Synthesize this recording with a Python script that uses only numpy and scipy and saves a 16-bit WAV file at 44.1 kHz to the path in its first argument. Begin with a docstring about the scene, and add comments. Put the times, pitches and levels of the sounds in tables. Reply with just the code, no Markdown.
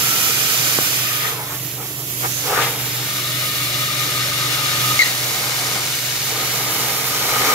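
"""A hand plasma torch cuts sheet steel: turbulent noise roars in ringing hollows, random impulses crackle as sparks.
The arc goes out with a snap and a pop; the power unit's hum, a set of unsteady sines, swells while it is out.
The air jet, coloured noise, hisses on; lifted and swept, it whooshes, whistles and blows hollow tones over the work.
Set down again, the torch relights: a crack, a squeal of short sine spurts and a breathy tail.
The second cut goes on, roaring and spitting sparks over hum and workshop rumble."""
import sys
import numpy as np
from scipy import signal
from scipy.fft import rfft, irfft, next_fast_len
from scipy.io import wavfile
from scipy.ndimage import uniform_filter1d, minimum_filter1d, map_coordinates

SR = 44100
rng = np.random.default_rng(int(sys.argv[2]) if len(sys.argv) > 2 else 0)


def master_out(mix):
    """Clip the mix to full scale and print it as 16-bit PCM to the path in sys.argv[1]."""
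    frames = np.transpose(np.atleast_2d(mix))
    ceiling = np.clip(frames, -1, 1)
    pcm = np.round(ceiling * 32767).astype(np.int16)
    wavfile.write(sys.argv[1], SR, pcm)


N = 332514
ARC_OFF_S, ARC_ON_S = .7884, 4.991
FIRST_CUT_DB = -41  # even turbulence of the first cut, before roar_db

# roar in the cut: f/Hz, relative density/dB
TURBULENCE_SPECTRUM = [(100, -5), (250, 5), (350, 4), (600, 4.5), (1000, 9), (1350, -7), (1600, -22),
                       (2150, 13), (3000, -16), (9000, -49)]
# low resonances, template dish and hollow under the sheet: f/Hz, width/Hz, relative level/dB
BODY_MODES = [(463, 144, -1), (780, 210, -2.5)]
# brighter resonances at their edges: f/Hz, width/Hz, relative level/dB
EDGE_MODES = [(1390, 870, 3.5), (1790, 370, -6), (2160, 780, -5), (2840, 400, -19)]
# fresh cut behind the torch: f/Hz, width/Hz, relative level/dB
KERF_MODES = [(1920, 160, 4), (2250, 140, 4), (3000, 200, 3), (4230, 350, -3), (5700, 260, 4),
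              (6050, 240, -10), (7360, 260, -14)]


def roar(roar_db=0.5, body_db=-4, edges_db=-5, kerf_db=-4, lumps_db=1.53, brighten_db_per_db=0.29):
    """While the arc burns, gas and melt tear through the cut in quick lumps and stir the hollow below."""
    gain = burning() * amp(cutting_db() + roar_db)
    bright_db = brighten_db_per_db * (cutting_db() - FIRST_CUT_DB)  # a harder roar rings the edges more
    body = amp(body_db) * ringing(BODY_MODES)
    edges = amp(edges_db + bright_db) * ringing(EDGE_MODES)
    air = noise(TURBULENCE_SPECTRUM) + body + edges
    kerf = amp(kerf_db) * ringing(KERF_MODES)
    return gain * (amp(lumps_db * wobble(110)) * air + kerf)


# turbulence along the second cut: t/s, level/dB before roar_db
SECOND_CUT = [(5.05, -36.5), (5.78, -32.5), (6.03, -44.5), (6.19, -41), (6.33, -34), (6.8, -31.5),
              (7.1, -33.5), (7.3, -29), (7.45, -26), (7.54, -24.5)]


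def cutting_db():
    """Strength of the turbulence: even in the first cut, changing along the second."""
    first = np.arange(N) / SR < (ARC_OFF_S + ARC_ON_S) / 2
    return np.where(first, FIRST_CUT_DB, curves(SECOND_CUT)[0])


def burning(edge_s=0.013):
    """1 while the arc burns, 0 while it is out."""
    return 1 - gate(ARC_OFF_S, ARC_ON_S, edge_s)


# jet striking steel, also crackle and crack: f/Hz, relative density/dB
RUSH_SPECTRUM = [(700, -21), (1100, -11.5), (1400, -3.5), (1650, -4), (2200, -6), (3800, -3), (5000, -1.5),
                 (6200, -1.5), (6750, -2), (7300, -2), (7800, -7.5), (10000, -6), (15000, -114)]


def sparks(spark_db=-30, follow_db_per_db=0.092, bursts_per_s=1700, scatter_db=1.6):
    """Droplets of molten steel burst in a dense fine crackle, stronger when the cut roars."""
    level_db = spark_db + follow_db_per_db * (cutting_db() - FIRST_CUT_DB)
    hits = rng.random((2, N)) < bursts_per_s / SR  # rate of each of the two mixed trains
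    bursts = hits * rng.standard_normal((2, N)) * amp(scatter_db * wobble(60))
    return burning() * amp(level_db) * spread(bursts, lambda hz: amp(along(RUSH_SPECTRUM, hz)))


# free hiss at the nozzle: t/s, level/dB before hiss_db
JET_LEVEL = [(0.0, -26.5), (0.53, -26.5), (1.29, -30.5), (1.36, -36), (1.58, -35.5), (1.6, -33.5),
             (1.61, -35), (1.97, -37.5), (1.99, -35), (2.22, -31), (3.1, -34), (3.2, -34.5), (3.27, -33),
             (4.73, -34.5), (4.92, -28.5), (4.99, -32), (5.77, -34.5), (7.54, -29.5)]
# free hiss: f/Hz, relative density/dB
HISS_SPECTRUM = [(25, -28), (120, 2.5), (500, -1), (1000, -1.5), (1500, -4), (3000, 1.5), (4500, -3),
                 (6150, 2.5), (6750, 1), (7300, 4.5), (7800, -3), (9000, -3.5), (10500, 3.5), (12800, 7),
                 (15600, 1.5)]
# free hiss: f/Hz, left-right likeness
JET_LIKENESS = [(100, 0.97), (1000, 0.67), (2000, 0.68), (3200, 0.28), (4700, 0.84), (6800, 0.095),
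                (8700, 0.41), (13000, 0.06)]


def jet(hiss_db=8.5, flutter_db=0.9):
    """Compressed air hisses from the nozzle, arc or no arc."""
    level_db, = curves(JET_LEVEL)
    return amp(level_db + hiss_db + flutter_db * wobble(25)) * noise(HISS_SPECTRUM, JET_LIKENESS)


# echoes from sheet, template and bench: mean delay/ms, gain
BENCH_ECHOES = [(.9, 0.041), (1.55, 0.11), (2.7, 0.13), (4.3, 0.21), (6.9, 0.34)]


def bench(x, sway=0.0371):
    """Close echoes comb the hiss; their paths shift as the hand moves."""
    return x + sum(gain * delayed(x, ms * (1 + sway * wobble(0.687))) for ms, gain in BENCH_ECHOES)


# jet striking the steel: t/s, level/dB before rush_db and lift
IMPACT_LEVEL = [(0.0, -25.5), (0.69, -24), (1.0, -26.5), (1.28, -29.5), (1.4, -36.5), (2.16, -41),
                (2.22, -33), (2.58, -28), (2.63, -26), (2.72, -31.5), (3.1, -29.5), (3.6, -27.5),
                (4.95, -24), (5.1, -26.5), (5.15, -28.5), (5.67, -28), (7.12, -29.5), (7.54, -24.5)]
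# seat of the torch: t/s, L-R/dB, slot ring/dB, rim ring/dB, rim pitch ratio
TORCH_SEAT = [(0, -1.5, -1.5, -10, 1), (0.95, -1, -4.5, -6, 1.01), (1.08, 1, 7, -1, 0.95),
              (1.32, -2, 4, 7, 0.93), (1.6, 1, -16, 0, 1.01), (2.2, -4.5, -31, -8, 0.97),
              (2.65, 3.5, -3, -4, .96), (3.05, 3.5, -10, -4, 0.97), (3.3, 3.5, -11, 0.5, .995),
              (4.9, 2, -6, -1.5, 0.97), (5.5, 4, -31, -5, 1.012), (6.5, 2.5, -28, -3.5, 1),
              (7.54, 3.5, -14, -5, 1.05)]
# slot left by the first cut: f/Hz, width/Hz, relative level/dB
SLOT_MODES = [(1244, 96, 6.5), (1488, 98, 6), (1864, 76, 0.5), (2130, 260, 0), (2426, 210, 9),
              (2980, 810, 4), (3230, 170, 3), (3560, 130, 4.5), (4780, 120, 5), (4970, 250, 3.5),
              (5640, 290, 2), (6280, 150, 6)]
# gap between torch and template rim: f/Hz before pitch ratio, width/Hz before it, relative level/dB
RIM_MODES = [(604, 110, -2.5), (1860, 100, 1), (2043, 86, -1), (2212, 140, 3), (2413, 79, 2),
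             (2795, 73, 1.5), (2968, 78, 3.5), (3500, 117, 3), (3875, 320, 2), (4400, 350, -0.5),
             (4730, 280, -8), (5350, 150, -1.5)]


def impact(rush_db=4.0, flutter_db=.5, seated_db=-29, lift_db_per_db=0.4):
    """Near the sheet the jet rushes louder; seated on it, it rings the cut slot or the gap at the template's rim."""
    level_db, = curves(IMPACT_LEVEL)
    # the rush fades faster once the torch is off the steel
    level_db = level_db + lift_db_per_db * np.minimum(level_db - seated_db, 0)
    pan_db, slot_db, rim_db, rim_pitch = curves(TORCH_SEAT)
    slot = amp(slot_db) * ringing(SLOT_MODES)
    rim = amp(rim_db) * retuned(ringing(RIM_MODES), rim_pitch)
    air = noise(RUSH_SPECTRUM) + slot + rim
    air = air / np.sqrt(1 + amp(slot_db) ** 2 + amp(rim_db) ** 2)
    port_db = np.array([pan_db, -pan_db]) / 2
    return air * amp(level_db + rush_db + flutter_db * wobble(60) + port_db)


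# air held in the template dish, rung from above: f/Hz, width/Hz, relative level/dB
DISH_MODES = [(451, 146, 1), (842, 310, 0), (1280, 100, 0), (1420, 140, -5.5), (1690, 130, -6),
              (2230, 130, -6), (2580, 150, -14), (3100, 160, -16)]


def sweep(body_db=-8, dish_db=0, edges_db=-5, lumps_db=1.25):
    """The lifted jet whooshes as it crosses edges, brighter where it hits them squarely, higher as the gap narrows."""
    body, edges, pitch = crossings()
    low = amp(body_db) * ringing(BODY_MODES) + amp(dish_db) * ringing(DISH_MODES)
    bright = amp(edges_db) * retuned(ringing(EDGE_MODES), pitch)
    return amp(lumps_db * wobble(110)) * (body * low + edges * bright)


# bare jet crosses an edge of the work: t/s, relative level/dB, rise/s, fall/s, brightness/dB, edge pitch ratio
EDGE_CROSSINGS = [(.88, -42.5, 0.039, 0.1, 1, 0.9), (1.27, -35, 0.041, 0.06, 8.5, 0.9),
                  (1.405, -31.5, 0.019, 0.034, 0.5, 0.99), (1.529, -40.5, 0.048, 0.026, 8.5, 1.02),
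                  (1.81, -35.5, 0.022, 0.045, -6, 0.88), (2.006, -39, 0.015, 0.012, 2.5, 0.87),
                  (2.25, -25.5, .013, 0.011, 5, 1.03), (2.51, -23.5, 0.025, 0.034, -4, 1.02),
                  (2.565, -24.5, .04, 0.11, -10, 1), (2.583, -28, 0.03, 0.024, 13.5, 1),
                  (2.632, -32.5, 0.02, .028, 15, 1.7), (3.0, -37, 0.0296, 0.041, -1, 1),
                  (4.93, -36.5, 0.77, .035, 5, 1.12)]


def crossings():
    """Each whoosh swells and dies about a rounded top: gain of the body, gain and gliding pitch of the edges."""
    t = np.arange(N) / SR
    body, power, pitch = 0, 1e-20, 0
    for s, db, rise_s, fall_s, bright_db, ratio in EDGE_CROSSINGS:
        away = (t - s) / np.where(t < s, rise_s, fall_s)
        gain = amp(db) * np.exp(1 - np.hypot(1, away))
        bright = (gain * amp(bright_db)) ** 2
        body = np.hypot(body, gain)
        power = power + bright
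        pitch = pitch + ratio * bright  # mean weighted by power
    return body, np.sqrt(power), pitch / power


# torch lingers over a gap: start/s, end/s, final level/dB, swell/dB, first f/Hz, last f/Hz
HOLLOW_BLOWS = [(0, .8, -42.5, -13, 1338, 1290), (1.017, 1.3, -30.5, 7.5, 1250, 1232),
                (1.392, 1.57, -43, 2, 940, 1140), (3.055, 5.031, -28.5, 7, 1226, 1240)]


def hollow(cut_db=-5.5, cut_follow_db_per_db=1.44, whoosh_db=-9, edge_s=0.041, half_width_hz=40,
           alike=0.86, flutter_db=0.4):
    """The main hollow resonance, a breathy tone near 1.2 kHz, shifts with the torch; cut and whooshes stir it too."""
    t = np.arange(N) / SR
    stirred_db = FIRST_CUT_DB + cut_db + cut_follow_db_per_db * (cutting_db() - FIRST_CUT_DB)
    gain = np.hypot(burning() * amp(stirred_db), amp(whoosh_db) * crossings()[1])
    pitch_points = []
    for start, end, db, swell_db, first_hz, last_hz in HOLLOW_BLOWS:
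        blow_db = np.interp(t, [start, end], [db - swell_db, db])
        gain = np.hypot(gain, gate(start, end, edge_s) * amp(blow_db))
        pitch_points += [(start, first_hz), (end, last_hz)]
    hz, = curves(pitch_points)
    white = rng.standard_normal((2, 3, N))
    # slow random swings of the tone
    real, imag = filtered(white, lambda f: 1 / (1 + (f / half_width_hz) ** 2))
    common, left, right = real * np.cos(cycles(hz)) + imag * np.sin(cycles(hz))
    tone = np.sqrt(alike) * common + np.sqrt(1 - alike) * np.array([left, right])
    return gain * unit(amp(flutter_db * wobble(30)) * tone)


# hollow overblown, then a thin high whistle: start/s, end/s, level/dB, f/Hz, width/Hz
BREATHY_WHISTLES = [(1.036, 1.18, -34, 1790, 240), (1.195, 1.29, -29, 1836, 260),
                    (2.313, 2.418, -30, 6330, 522)]


def whistle(edge_s=0.018):
    """Brief breathy whistles: the hollow overblown near 1.8 kHz, then a thin high one at 6.3 kHz."""
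    total = 0
    for start, end, db, hz, width_hz in BREATHY_WHISTLES:
        total = total + amp(db) * gate(start, end, edge_s) * ringing([(hz, width_hz, 0)])
    return total


def arc_out(pop_db=-8, width_s=0.00088, snap_db=-6.5, snap_s=0.00028, lead_s=0.0012, room_db=-13):
    """The arc snaps off, then the hot gas collapses in a dull pop."""
    t = np.arange(N) / SR - ARC_OFF_S

    def push(u):
        return (1 - 2 * u ** 2) * np.exp(-u ** 2)

    snap = amp(snap_db) * push((t + lead_s) / snap_s)
    pop = amp(pop_db) * push(t / width_s) + snap
    return pop + amp(room_db) * room(pop)


# spurts of the striking arc: t/s, length/s, level/dB, overtones/dB, first f/Hz, last f/Hz (before jitter)
SQUEAL_SPURTS = [(4.9924, 0.015, -8.5, -16, 2200, 2075), (5.0085, 0.0052, -9, -9, 2170, 2100),
                 (5.017, 0.011, -8.5, -7, 2150, 1860), (5.032, 0.0062, -15.5, 0, 2000, 1930),
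                 (5.059, 0.004, -16, -13, 1990, 1930), (5.075, .004, -25, -14, 2100, 2060),
                 (5.082, .006, -25, -12, 2090, 2050)]
# nozzle above its squeal: f/Hz, width/Hz, relative level/dB
NOZZLE_MODES = [(4030, 120, 4), (4490, 290, -6), (6300, 390, -10)]


def arc_strike(jitter=0.0124, edge_s=.0011, crack_db=-12, crack_t60_s=0.013, room_db=-14,
               fray_db=-24, fray_t60_s=0.45, fray_hz=2070, fray_width_hz=330):
    """The arc catches with a crack; the nozzle squeals in sagging spurts, turns harsh and frays into a breathy tail."""
    t = np.arange(N) / SR
    waver = 1 + jitter * wobble(500)
    tone, harsh = 0, 0
    for s, length_s, db, overtones_db, first_hz, last_hz in SQUEAL_SPURTS:
        gain = amp(db) * gate(s, s + length_s, edge_s)
        hz = waver * np.interp(t, [s, s + length_s], [first_hz, last_hz])
        tone = tone + np.sqrt(2) * gain * np.sin(cycles(hz))
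        harsh = harsh + gain * amp(overtones_db)

    def dying(db, t60_s):
        return (t > ARC_ON_S) * amp(db - 60 * np.abs(t - ARC_ON_S) / t60_s)

    crack = dying(crack_db, crack_t60_s) * noise(RUSH_SPECTRUM)
    fray = dying(fray_db, fray_t60_s) * ringing([(fray_hz, fray_width_hz, 0)])
    return tone + harsh * ringing(NOZZLE_MODES) + crack + fray + amp(room_db) * room(tone)


# decay of the workshop walls: f/Hz, t60/s
WALL_DECAY = [(200, 0.17), (2000, 0.29), (10000, 0.16)]


def room(x):
    """The workshop's answer to a mono sound: a noise tail dying at its own rate in each band."""
    hz, t, z = signal.stft(rng.standard_normal((2, SR // 2)), SR, nperseg=256)
    decay_db = -60 * t / along(WALL_DECAY, hz)[:, None]
    tail = signal.istft(z * amp(decay_db), SR, nperseg=256)[1]
    return signal.fftconvolve(x[None], tail / np.linalg.norm(tail[0]), axes=1)[:, :N]


# hum of the power unit: mean f/Hz, relative level/dB
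HUM = [(72, -21.5), (97, -18), (123.8, 0), (126.7, -17.5), (128.7, -15), (145.3, -8), (169.5, -20.5),
       (193.8, -15), (266.5, -20), (290.7, -13.5), (298, -13.5), (364, -15)]
# workshop rumble: f/Hz, relative density/dB
RUMBLE_SPECTRUM = [(20, -32), (45, -13), (90, -8), (135, -1), (220, -20.5), (330, -4), (700, -14.5),
                   (1200, -64), (4000, -89)]


def power_unit(hum_db=-36.0, swell_db_per_s=1.5, waver_db=1.5, drift=0.00271, floor_db=-43):
    """Fan and motor lines, slightly unsteady, over the workshop's rumble; the hum swells while the arc is out."""
    idle_s = (1 - burning()) * (np.arange(N) / SR - ARC_OFF_S)
    lines = 0
    for hz, db in HUM:
        gain = amp(db + waver_db * wobble(8))
        lines = lines + gain * np.sin(cycles(hz * (1 + drift * wobble(4))))
    hum = amp(hum_db + swell_db_per_s * idle_s) * unit(lines)
    return hum + amp(floor_db) * noise(RUMBLE_SPECTRUM)


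def amp(db):
    """Decibels to gain."""
    return 10 ** (np.asarray(db) / 20)


def unit(x):
    """x at rms 1."""
    return x / np.sqrt(np.mean(x ** 2) + 1e-20)


def along(points, hz):
    """(f/Hz, value) points read on a log axis."""
    f, v = np.transpose(points)
    return np.interp(np.log(hz + 1), np.log(f + 1), v)


def curves(rows):
    """One value per sample for each column after the time."""
    s, *cols = np.transpose(rows)
    return [np.interp(np.arange(N) / SR, s, c) for c in cols]


def wobble(knots_per_s):
    """A smooth random curve."""
    knots = rng.standard_normal(int(N * knots_per_s / SR) + 4)
    return map_coordinates(knots, [np.arange(N) * knots_per_s / SR])


def cycles(hz):
    """Running phase of a changing frequency, in radians."""
    return 2 * np.pi * np.cumsum(hz) / SR


def gate(start, end, edge_s):
    """Opens at start and closes at end, with soft edges."""
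    t = np.arange(N) / SR
    return (np.tanh((t - start) / edge_s) - np.tanh((t - end) / edge_s)) / 2


def delayed(x, ms):
    """x later by a delay that may move."""
    return map_coordinates(x, [np.arange(N) - ms * SR / 1000], order=3)


def retuned(pair, pitch):
    """Stereo noise read at a moving speed, which shifts its resonances by the pitch ratio."""
    return np.array([map_coordinates(port, [np.cumsum(pitch) % (N - 1)]) for port in pair])


def filtered(x, response):
    """x times a response of frequency."""
    m = next_fast_len(N + SR // 2)
    return irfft(rfft(x, m) * response(np.fft.rfftfreq(m, 1 / SR)), m)[..., :N]


# general stereo noise: f/Hz, left-right likeness
LIKENESS = [(40, 0.24), (120, 1), (400, 0.95), (900, 0.84), (1350, 0.64), (1800, 0.13), (5000, 0.38),
            (14000, 0.1)]


def spread(pair, response, alike=LIKENESS):
    """Two unrelated signals, coloured and mixed to stereo of rms 1, as alike at each frequency as the table says."""
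    def mid_side(hz):
        turn = np.arccos(np.clip(along(alike, hz), -1, 1)) / 2
        return response(hz) * np.array([np.cos(turn), np.sin(turn)])

    mid, side = filtered(pair, mid_side)
    return unit(np.array([mid + side, mid - side]))


def noise(spectrum, alike=LIKENESS):
    """Stereo noise of rms 1 with the given spectrum."""
    return spread(rng.standard_normal((2, N)), lambda hz: amp(along(spectrum, hz)), alike)


def ringing(modes):
    """Stereo noise of rms 1 in a few resonances."""
    def shape(f):
        power = 0
        for hz, width_hz, db in modes:
            power = power + amp(db) ** 2 / (1 + (2 * (f - hz) / width_hz) ** 2) ** 2
        return np.sqrt(power)

    return spread(rng.standard_normal((2, N)), shape)


# bearing of the torch: t/s, lag of the left port/ms
TORCH_BEARING = [(0, 0.26), (1.3, 0.23), (1.55, 0.13), (1.7, 0.024), (1.85, 0.14), (2.0, 0.28),
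                 (2.15, 0.46), (2.3, 0.34), (2.45, 0.18), (2.6, 0.097), (2.85, 0.058), (3.3, -0.0015),
                 (5.3, -0.03), (6.0, 0.019), (7.54, 0.14)]


def scene():
    """The torch's sounds reach the two ports with a lag that follows the hand."""
    hiss = np.array([bench(port) for port in jet()])
    cut = roar() + sparks()
    swept = impact() + sweep() + hollow() + whistle()
    left, right = cut + hiss + swept + arc_out() + arc_strike()
    lag_ms, = curves(TORCH_BEARING)
    return np.array([delayed(left, lag_ms), right]) + power_unit()


# colour of the microphone ports: f/Hz, L-R/dB
PORT_COLOUR = [(100, -1), (350, -2.5), (700, 1), (1100, 2.5), (1450, 6.5), (1850, 3.5), (3200, 6),
               (4300, 1), (5300, -3), (7400, -15.5), (8900, 1.5), (10000, -5), (13000, -16.5), (15500, -15)]
# phase of the microphone ports: f/Hz, lead of the left port/rad
PORT_PHASE = [(100, 0.16), (600, 0.42), (1300, 0.81), (2000, 1.3), (2400, 1.2), (3000, 1), (4300, 0.54),
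              (5500, -0.62), (6900, -0.65), (8000, 0.72), (9700, -0.71), (13000, -1), (14200, -0.45)]


def record(dry, ceiling=0.84, hold_s=0.015, top_hz=15700):
    """Each microphone port has its own colour and phase; a limiter ducks the peaks; a band limit cuts the top."""
    def ports(hz):
        colour_db, lead_rad = along(PORT_COLOUR, hz), along(PORT_PHASE, hz)
        gains = amp(np.array([colour_db, -colour_db]) / 2)
        lead = np.exp(1j * np.array([lead_rad, -lead_rad]) / 2)
        return lead * gains / np.sqrt(np.mean(gains ** 2, axis=0))

    x = filtered(dry, ports)
    needed = ceiling / np.maximum(np.abs(x).max(axis=0), ceiling)
    hold = max(int(hold_s * SR), 4)
    held = minimum_filter1d(needed, hold, origin=(hold - 1) // 2)
    gain = uniform_filter1d(held, size=64)
    return filtered(x * gain, lambda hz: hz < top_hz)


dry = scene()
out = record(dry)
master_out(out)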